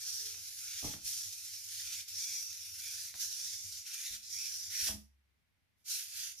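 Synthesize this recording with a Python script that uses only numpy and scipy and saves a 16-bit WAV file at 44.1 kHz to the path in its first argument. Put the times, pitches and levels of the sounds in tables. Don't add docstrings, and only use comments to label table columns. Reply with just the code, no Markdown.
import sys
import numpy as np
from scipy import signal
from scipy.fft import rfft, irfft
from scipy.io import wavfile
from scipy.ndimage import uniform_filter1d, map_coordinates

SR = 44100
rng = np.random.default_rng(int(sys.argv[2]) if len(sys.argv) > 2 else 0)


def transcribe(signal):
    frames = np.atleast_2d(signal).T
    limited = np.clip(frames, -1, 1)
    pcm = np.round(limited * 32767).astype(np.int16)
    wavfile.write(sys.argv[1], SR, pcm)


N = 282240
T = np.arange(N) / SR
HZ = np.maximum(np.fft.rfftfreq(N, 1 / SR), 1)


def from_db(db):
    return 10 ** (np.asarray(db) / 20)


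def unit_power(x):
    return x / np.sqrt(np.mean(x ** 2) + 1e-20)


def over_time(rows):
    times_s, *columns = np.transpose(rows)
    return [np.interp(T, times_s, column) for column in columns]


def over_hz(points):
    hz, value = np.transpose(points)
    return np.interp(np.log(HZ), np.log(hz), value)


def colour(x, gain):
    return irfft(rfft(x) * gain, N)


def drift(rate_hz):
    r = np.exp(-2 * np.pi * rate_hz / SR)
    white = rng.standard_normal(N + SR // 2)
    return unit_power(signal.lfilter([1], [1, -2 * r, r * r], white)[-N:])


def ring(blows, pitch_hz, fade_s):
    r, w = from_db(-60 / (fade_s * SR)), 2 * np.pi * pitch_hz / SR
    return signal.lfilter([0, np.sin(w)], [1, -2 * r * np.cos(w), r * r], blows + 1e-18)


def glide(rows, flutter, pitch_ratio=1):
    hz, db = over_time(rows)
    sounding = (T > rows[0][0]) & (T < rows[-1][0])
    unsteady_hz = pitch_ratio * hz * (1 + flutter * drift(300))
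    return sounding * from_db(db) * np.sin(2 * np.pi * np.cumsum(unsteady_hz) / SR)


def two_ears(mid, side, likeness):
    likeness = np.clip(likeness, -.99, .99)
    return colour(mid, np.sqrt(1 + likeness)) + colour(side, np.sqrt(1 - likeness)) * [[1], [-1]]


def noise(spectrum, likeness):
    white = two_ears(*rng.standard_normal((2, N)), likeness)
    return unit_power(colour(white, from_db(over_hz(spectrum))))


# frequency_hz, relative_db
AIR_SPECTRUM = [(30, -14), (55, 0), (130, -6), (200, -7), (300, -15), (500, -19.5), (900, -19.5),
                (1400, -18), (2150, -14), (3000, -19), (4500, -22), (7500, -29.5), (10500, -27.5),
                (14000, -29)]

def still_air():
    return from_db(-80.5) * noise(AIR_SPECTRUM, likeness=0.04)


def room_hum(walking, pitch_hz=92):
    level = from_db(-86.5) + from_db(-77.5) * walking * (1 + .7 * drift(2.1))
    return level * np.sin(2 * np.pi * pitch_hz * T + .7 * drift(12))


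def room(x, echo_db, fade_s=0.28):
    t = T[:SR // 2]
    tail = rng.standard_normal((2, len(t))) * from_db(-60 * t / fade_s) * (t > .004)
    tail /= np.sqrt(np.sum(tail ** 2, axis=1, keepdims=True))
    return x + from_db(echo_db) * signal.fftconvolve(x * np.ones((2, 1)), tail, axes=1)[:, :N]


def moving_room(x, echo_db, places=4):
    position = T / T[-1] * (places - 1)
    nearness = [np.clip(1 - np.abs(position - k), 0, 1) for k in range(places)]
    return x + sum(np.sqrt(near) * (room(x, echo_db) - x) for near in nearness)


# frequency_hz, relative_db
RUMBLE_SPECTRUM = [(20, -20), (45, 5.5), (70, 32), (95, 37.5), (125, 18), (200, 14), (300, -90), (600, -93)]

def floor_rumble(walking):
    shaking = from_db(3.5 * drift(10))
    return from_db(-72) * walking * noise(RUMBLE_SPECTRUM, likeness=0.7) * shaking


def frame_sway(halt_s=4.9):
    jolt = np.arange(N) == round(halt_s * SR)
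    return from_db(-52) * ring(jolt, pitch_hz=68, fade_s=.95)


# time_s, pitch_hz, level_db
CREAK_CURVE = [(.15, 405, -92), (.2, 422, -73), (.27, 418.5, -65), (.36, 429, -79), (.43, 420, -100)]

def joint_creak():
    return glide(CREAK_CURVE, flutter=0.024)


# start_s, push_db, sharpness_hz
LANDINGS = [(.343, -70, 1515), (.375, -68.5, 895), (0.827, -42, 500), (0.842, -32.5, 450),
            (.849, -33, 410.7), (0.862, -35, 407), (0.88, -38, 121), (0.936, -44, 500),
            (3.139, -61.5, 2500), (3.151, -66, 900), (1.038, -40.5, 71.55), (4.102, -37, 54.6),
            (4.127, -41, 55.6), (4.19, -77, 500), (4.821, -39.5, 92), (4.865, -53, 900),
            (4.888, -43.5, 1300), (4.9, -38.5, 250), (4.935, -37, 210)]
# pitch_hz, gain_db, fade_s
FLOOR_NOTES = [(88, -10, 0.082), (116.7, -11.5, 0.06), (166, -10, 0.062), (210, -14.5, 0.22),
               (295, -8, 0.083), (346, -12.5, 0.045), (402, -7, 0.025), (500, -11.5, 0.034),
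               (647, -3, 0.032), (850, -5.5, .045), (965, -5.5, 0.023), (1210, 0.5, 0.024)]

def footfalls(scuff_size=.05, scuff_s=.012):
    push, t = np.zeros(N), T[:SR // 6]
    scuff_shape = scuff_size * np.sqrt(t / scuff_s) * np.exp(-t / scuff_s)
    for start_s, push_db, sharpness_hz in LANDINGS:
        blow = (t == 0) + scuff_shape * rng.standard_normal(len(t))
        padding = signal.butter(2, sharpness_hz, fs=SR, output="sos")
        at = round(start_s * SR)
        push[at:at + len(t)] += from_db(push_db) * signal.sosfilt(padding, blow)[:N - at]
    return sum((-1) ** k * from_db(gain_db) * ring(push, pitch_hz, fade_s)
               for k, (pitch_hz, gain_db, fade_s) in enumerate(FLOOR_NOTES))


# start_s, level_db, lowest_hz
PLASTIC_TICKS = [(.343, -38, 1200), (.939, -37, 1100), (2.876, -43, 3000), (3.141, -37, 1300),
                 (3.150, -39, 1100), (3.343, -39, 3800), (3.557, -38, 3800), (3.734, -38, 3800),
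                 (3.752, -40, 3800)]

def ticks(fade_s=.012, highest_hz=7000):
    out, grit = 0, rng.standard_normal(N)
    for start_s, level_db, lowest_hz in PLASTIC_TICKS:
        crack = from_db(level_db - 60 * np.clip(T - start_s, 0, 1) / fade_s) * (T >= start_s) * grit
        band = signal.butter(2, [lowest_hz, highest_hz], "band", fs=SR, output="sos")
        out = out + signal.sosfilt(band, crack + 1e-18 * grit)
    return out


# start_s, length_s, top_pitch_hz, level_db
LEG_SWINGS = [(2.14, .30, 2347, -56.5), (2.2, 0.2, 2550, -65), (2.791, .14, 2376, -56),
              (3.928, 0.088, 2385, -57), (4.30, .22, 2320, -58.5), (4.34, 0.17, 2510, -56.5)]

def motor_whine(pitch_droop=0.06, second_gear_db=-2):
    out, arc = 0, np.linspace(-1, 1, 15)
    for start_s, length_s, top_pitch_hz, level_db in LEG_SWINGS:
        time_s = start_s + length_s * (arc + 1) / 2
        pitch_hz = top_pitch_hz * (1 - pitch_droop * arc ** 2)
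        curve = np.transpose([time_s, pitch_hz, level_db - 20 * arc ** 4])
        out = out + glide(curve, flutter=.04)
        out = out + from_db(second_gear_db) * glide(curve, flutter=.04, pitch_ratio=1.45)
    return out


def move(start_s, rise_s, hold_s, fall_s, surge_db=0, first_command_s=.06, command_gap_s=.0669):
    t = T - start_s
    surge = from_db(surge_db * np.cos(2 * np.pi * (T - first_command_s) / command_gap_s))
    run_up = np.sin(np.pi / 2 * np.clip(t / rise_s, 0, 1)) ** 2
    run_down = np.exp(-np.clip((t - rise_s - hold_s) / fall_s, 0, 10) ** 2)
    return run_up * surge * run_down


# start_s, rise_s, hold_s, effort_db, growl_db, hiss_db, ring_db
STRIDE_MOVES = [(-.06, .05, .93, -50, -13, -1, -16), (.97, .10, .91, -48.5, -14.5, -2.5, -22),
                (2.073, .008, 1, -49.5, -13, -2.5, -6), (3.13, .03, 0.37, -49.5, -13.5, -1.5, -17),
                (3.59, .07, .11, -47.5, -16, -5, -39), (4.21, .03, .63, -49, -21.5, -8, -11.5),
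                (6.042, .06, 0.17, -53, -11, -4, -27), (6.355, .03, .05, -51, -21, -7, 4)]
LIFT_MOVES = [(-.07, .13, .11, -43.5, -19, -8.5, -8), (1.02, .06, .07, -44, -18, -2, -14),
              (2.09, .12, .13, -42, -25, -9, -3), (3.17, .05, .30, -45.5, -17.5, -8.5, -9),
              (4.28, .04, .2, -43, -18.5, -6.5, -2.5)]
LOWER_MOVES = [(.50, .30, .11, -46, -10, -5.5, -10), (1.65, .16, .17, -47.5, -8.5, -6, -18),
               (2.65, .25, .14, -46.5, -14, -3, -14), (3.77, .19, .18, -46.5, -8.5, -2.5, -31)]
JERK_MOVES = [(1.03, .035, .005, -44.5, -15.5, 0.5, -23), (3.182, .028, .008, -42.5, -15, -1, -12),
              (4.68, .065, .13, -43.5, -7, -2, -13), (4.74, .08, .05, -39, -10.5, -2.5, -24.5),
              (5.836, .08, .027, -40, -11.5, -2, -26), (5.93, .04, .04, -46.5, -6.5, 1, -15),
              (6.04, .165, .01, -45, -8.5, -2, -34), (6.22, 0.024, .04, -50, -5.5, -1, -8)]
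HOLD_MOVES = [(-.1, .05, 4.92, -59, -9, -5, -14.5), (5.74, .08, .03, -82, -5, 4, -20),
              (5.85, .08, .5, -58, -28, -9, -19)]
STRIDE_FALL_S = .055

def leg_work(idle_db=-100):
    # moves, fall_s, surge_db
    kinds = [(STRIDE_MOVES, STRIDE_FALL_S, 0.33), (LIFT_MOVES, .15, 0.16), (LOWER_MOVES, .045, 1.8),
             (JERK_MOVES, .05, 0), (HOLD_MOVES, STRIDE_FALL_S, 0)]
    power = from_db(idle_db) ** 2
    for moves, fall_s, surge_db in kinds:
        for start_s, rise_s, hold_s, effort_db, *tone_db in moves:
            effort = from_db(effort_db) * move(start_s, rise_s, hold_s, fall_s, surge_db)
            power = power + np.outer(from_db([0, *tone_db]), effort) ** 2
    total_db, *parts_db = 10 * np.log10(power)
    return total_db, *(parts_db - total_db)


def weight_shift():
    push = sum(from_db(effort_db) * move(start_s, rise_s, hold_s, STRIDE_FALL_S)
               for start_s, rise_s, hold_s, effort_db, *_ in STRIDE_MOVES)
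    return push / push.max()


def turning_cases(x, patchy_db=1.9):
    cells = signal.stft(x, nperseg=512)[2]
    patches = rng.standard_normal(cells.shape[1:])
    for axis, width in ((0, 3), (0, 2), (1, 16), (1, 9)):
        patches = uniform_filter1d(patches, width, axis=axis)
    gain = unit_power(from_db(patchy_db * unit_power(patches)))
    return signal.istft(cells * gain, nperseg=512)[1][:, :N]


def walking_past(x, start_ms=-0.056, end_ms=0.065):
    lag_s = np.linspace(start_ms, end_ms, N) / 1000
    return np.array([map_coordinates(x[0], [(T - lag_s) * SR], order=5), x[1]])


def load_jolts(per_s=280, settle_s=0.01):
    kicks = (rng.random(N) < per_s / SR) * rng.uniform(0.2, 1, N)
    load = signal.lfilter([1], [1, -np.exp(-1 / (settle_s * SR))], kicks + 1e-18)
    return unit_power(load - load.mean())


def gear(speed, teeth_per_s, wander=.12, slack=.13, uneven_db=0.5, rough_db=1.5, rub=0.16, teeth=11):
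    timing = np.exp(wander * drift(5) + slack * drift(400))
    teeth_passed = np.cumsum(teeth_per_s * speed * timing) / SR
    tooth = teeth_passed.astype(int)
    tooth_force = from_db(uneven_db * rng.standard_normal(teeth)[tooth % teeth])
    roughness = from_db(rough_db * np.clip(rng.standard_normal(N), -2, 2))[tooth]
    strikes = np.diff(tooth, prepend=0)
    rubbing = rub * (1 - teeth_passed % 1) ** 2 * rng.standard_normal(N)
    return unit_power(tooth_force * roughness * (strikes + rubbing))


def three_legs(speed, chatter_db):
    gears = sum(gear(speed, teeth_per_s=1150 * rng.uniform(.7, 1.3)) for _ in range(3))
    return unit_power(gears * from_db(chatter_db * np.minimum(load_jolts(), 2.5)))


# frequency_hz, relative_db
GEARBOX_SPECTRUM = [(600, -137.5), (1050, -51), (1400, -22), (1900, -15.5), (2400, -11), (2900, -13),
                    (3700, -7), (4700, -2.5), (5750, 1), (6900, -1), (8000, -8.5), (10000, -4),
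                    (11800, -8.5), (14400, -9.5)]
# pitch_hz, width_hz, relative_db
CASE_NOTES = [(4940, 90, -15), (5530, 190, -15), (5580, 1000, 2.5), (5930, 310, -5.5)]
# frequency_hz, left_minus_right_db
GEAR_BALANCE = [(1200, 6.92), (1800, 7), (2800, 3.9), (4200, 0.96), (6400, -1.5), (8000, 1.46), (9800, 3.5),
                (12000, -1), (14500, -6)]
# frequency_hz, likeness (0 to 1)
GEAR_LIKENESS = [(1200, 0.36), (2100, 0.76), (3400, 0.43), (5500, 0.31), (8000, 0.092), (14000, 0.11)]
# time_s, left_minus_right_db
LEG_POSITION = [(0, -1.5), (2.0, -2), (2.2, -1), (3.0, -2), (4.5, -2), (6.4, -3)]

def servos(effort_db, growl_db, hiss_db, ring_db, growl_below_hz=3474, hiss_above_hz=9260):
    speed = from_db(.15 * (effort_db - np.median(effort_db)))
    teeth = two_ears(three_legs(speed, chatter_db=1.58), three_legs(speed, chatter_db=1.46),
                     over_hz(GEAR_LIKENESS))
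    ear_split = [[.5], [-.5]]
    teeth = colour(teeth, from_db(over_hz(GEARBOX_SPECTRUM) + over_hz(GEAR_BALANCE) * ear_split))
    low = 1 / (1 + (HZ / growl_below_hz) ** 12)
    high = 1 / (1 + (hiss_above_hz / HZ) ** 12)
    rasp = colour(teeth, 1 - low - high)
    case_gain = sum(from_db(relative_db) / (1 + (2 * (HZ - pitch_hz) / width_hz) ** 2)
                    for pitch_hz, width_hz, relative_db in CASE_NOTES)
    ringing = from_db(ring_db) * unit_power(colour(rasp, case_gain))
    cases = from_db(0.26) * (unit_power(rasp) + ringing) / (1 + from_db(ring_db))
    growl = from_db(growl_db - 0.61) * unit_power(colour(teeth, low))
    hiss = from_db(hiss_db + 0.9) * unit_power(colour(teeth, high))
    balance = from_db(over_time(LEG_POSITION)[0] * ear_split)
    return from_db(effort_db) * (growl + cases + hiss) * balance


def scene():
    motors = turning_cases(servos(*leg_work())) + motor_whine()
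    robot = walking_past(motors) + ticks()
    steps = (footfalls() + joint_creak()) * from_db([[-.8], [.8]])
    walking = weight_shift()
    background = floor_rumble(walking) + room_hum(walking) + still_air()
    return background + frame_sway() + moving_room(robot, echo_db=-6) + room(steps, echo_db=-1)


def record(dry, cutoff_hz=14560):
    return colour(dry, 1 / np.sqrt(1 + np.minimum(HZ / cutoff_hz, 2) ** 700))


dry = scene()
out = record(dry)
transcribe(out)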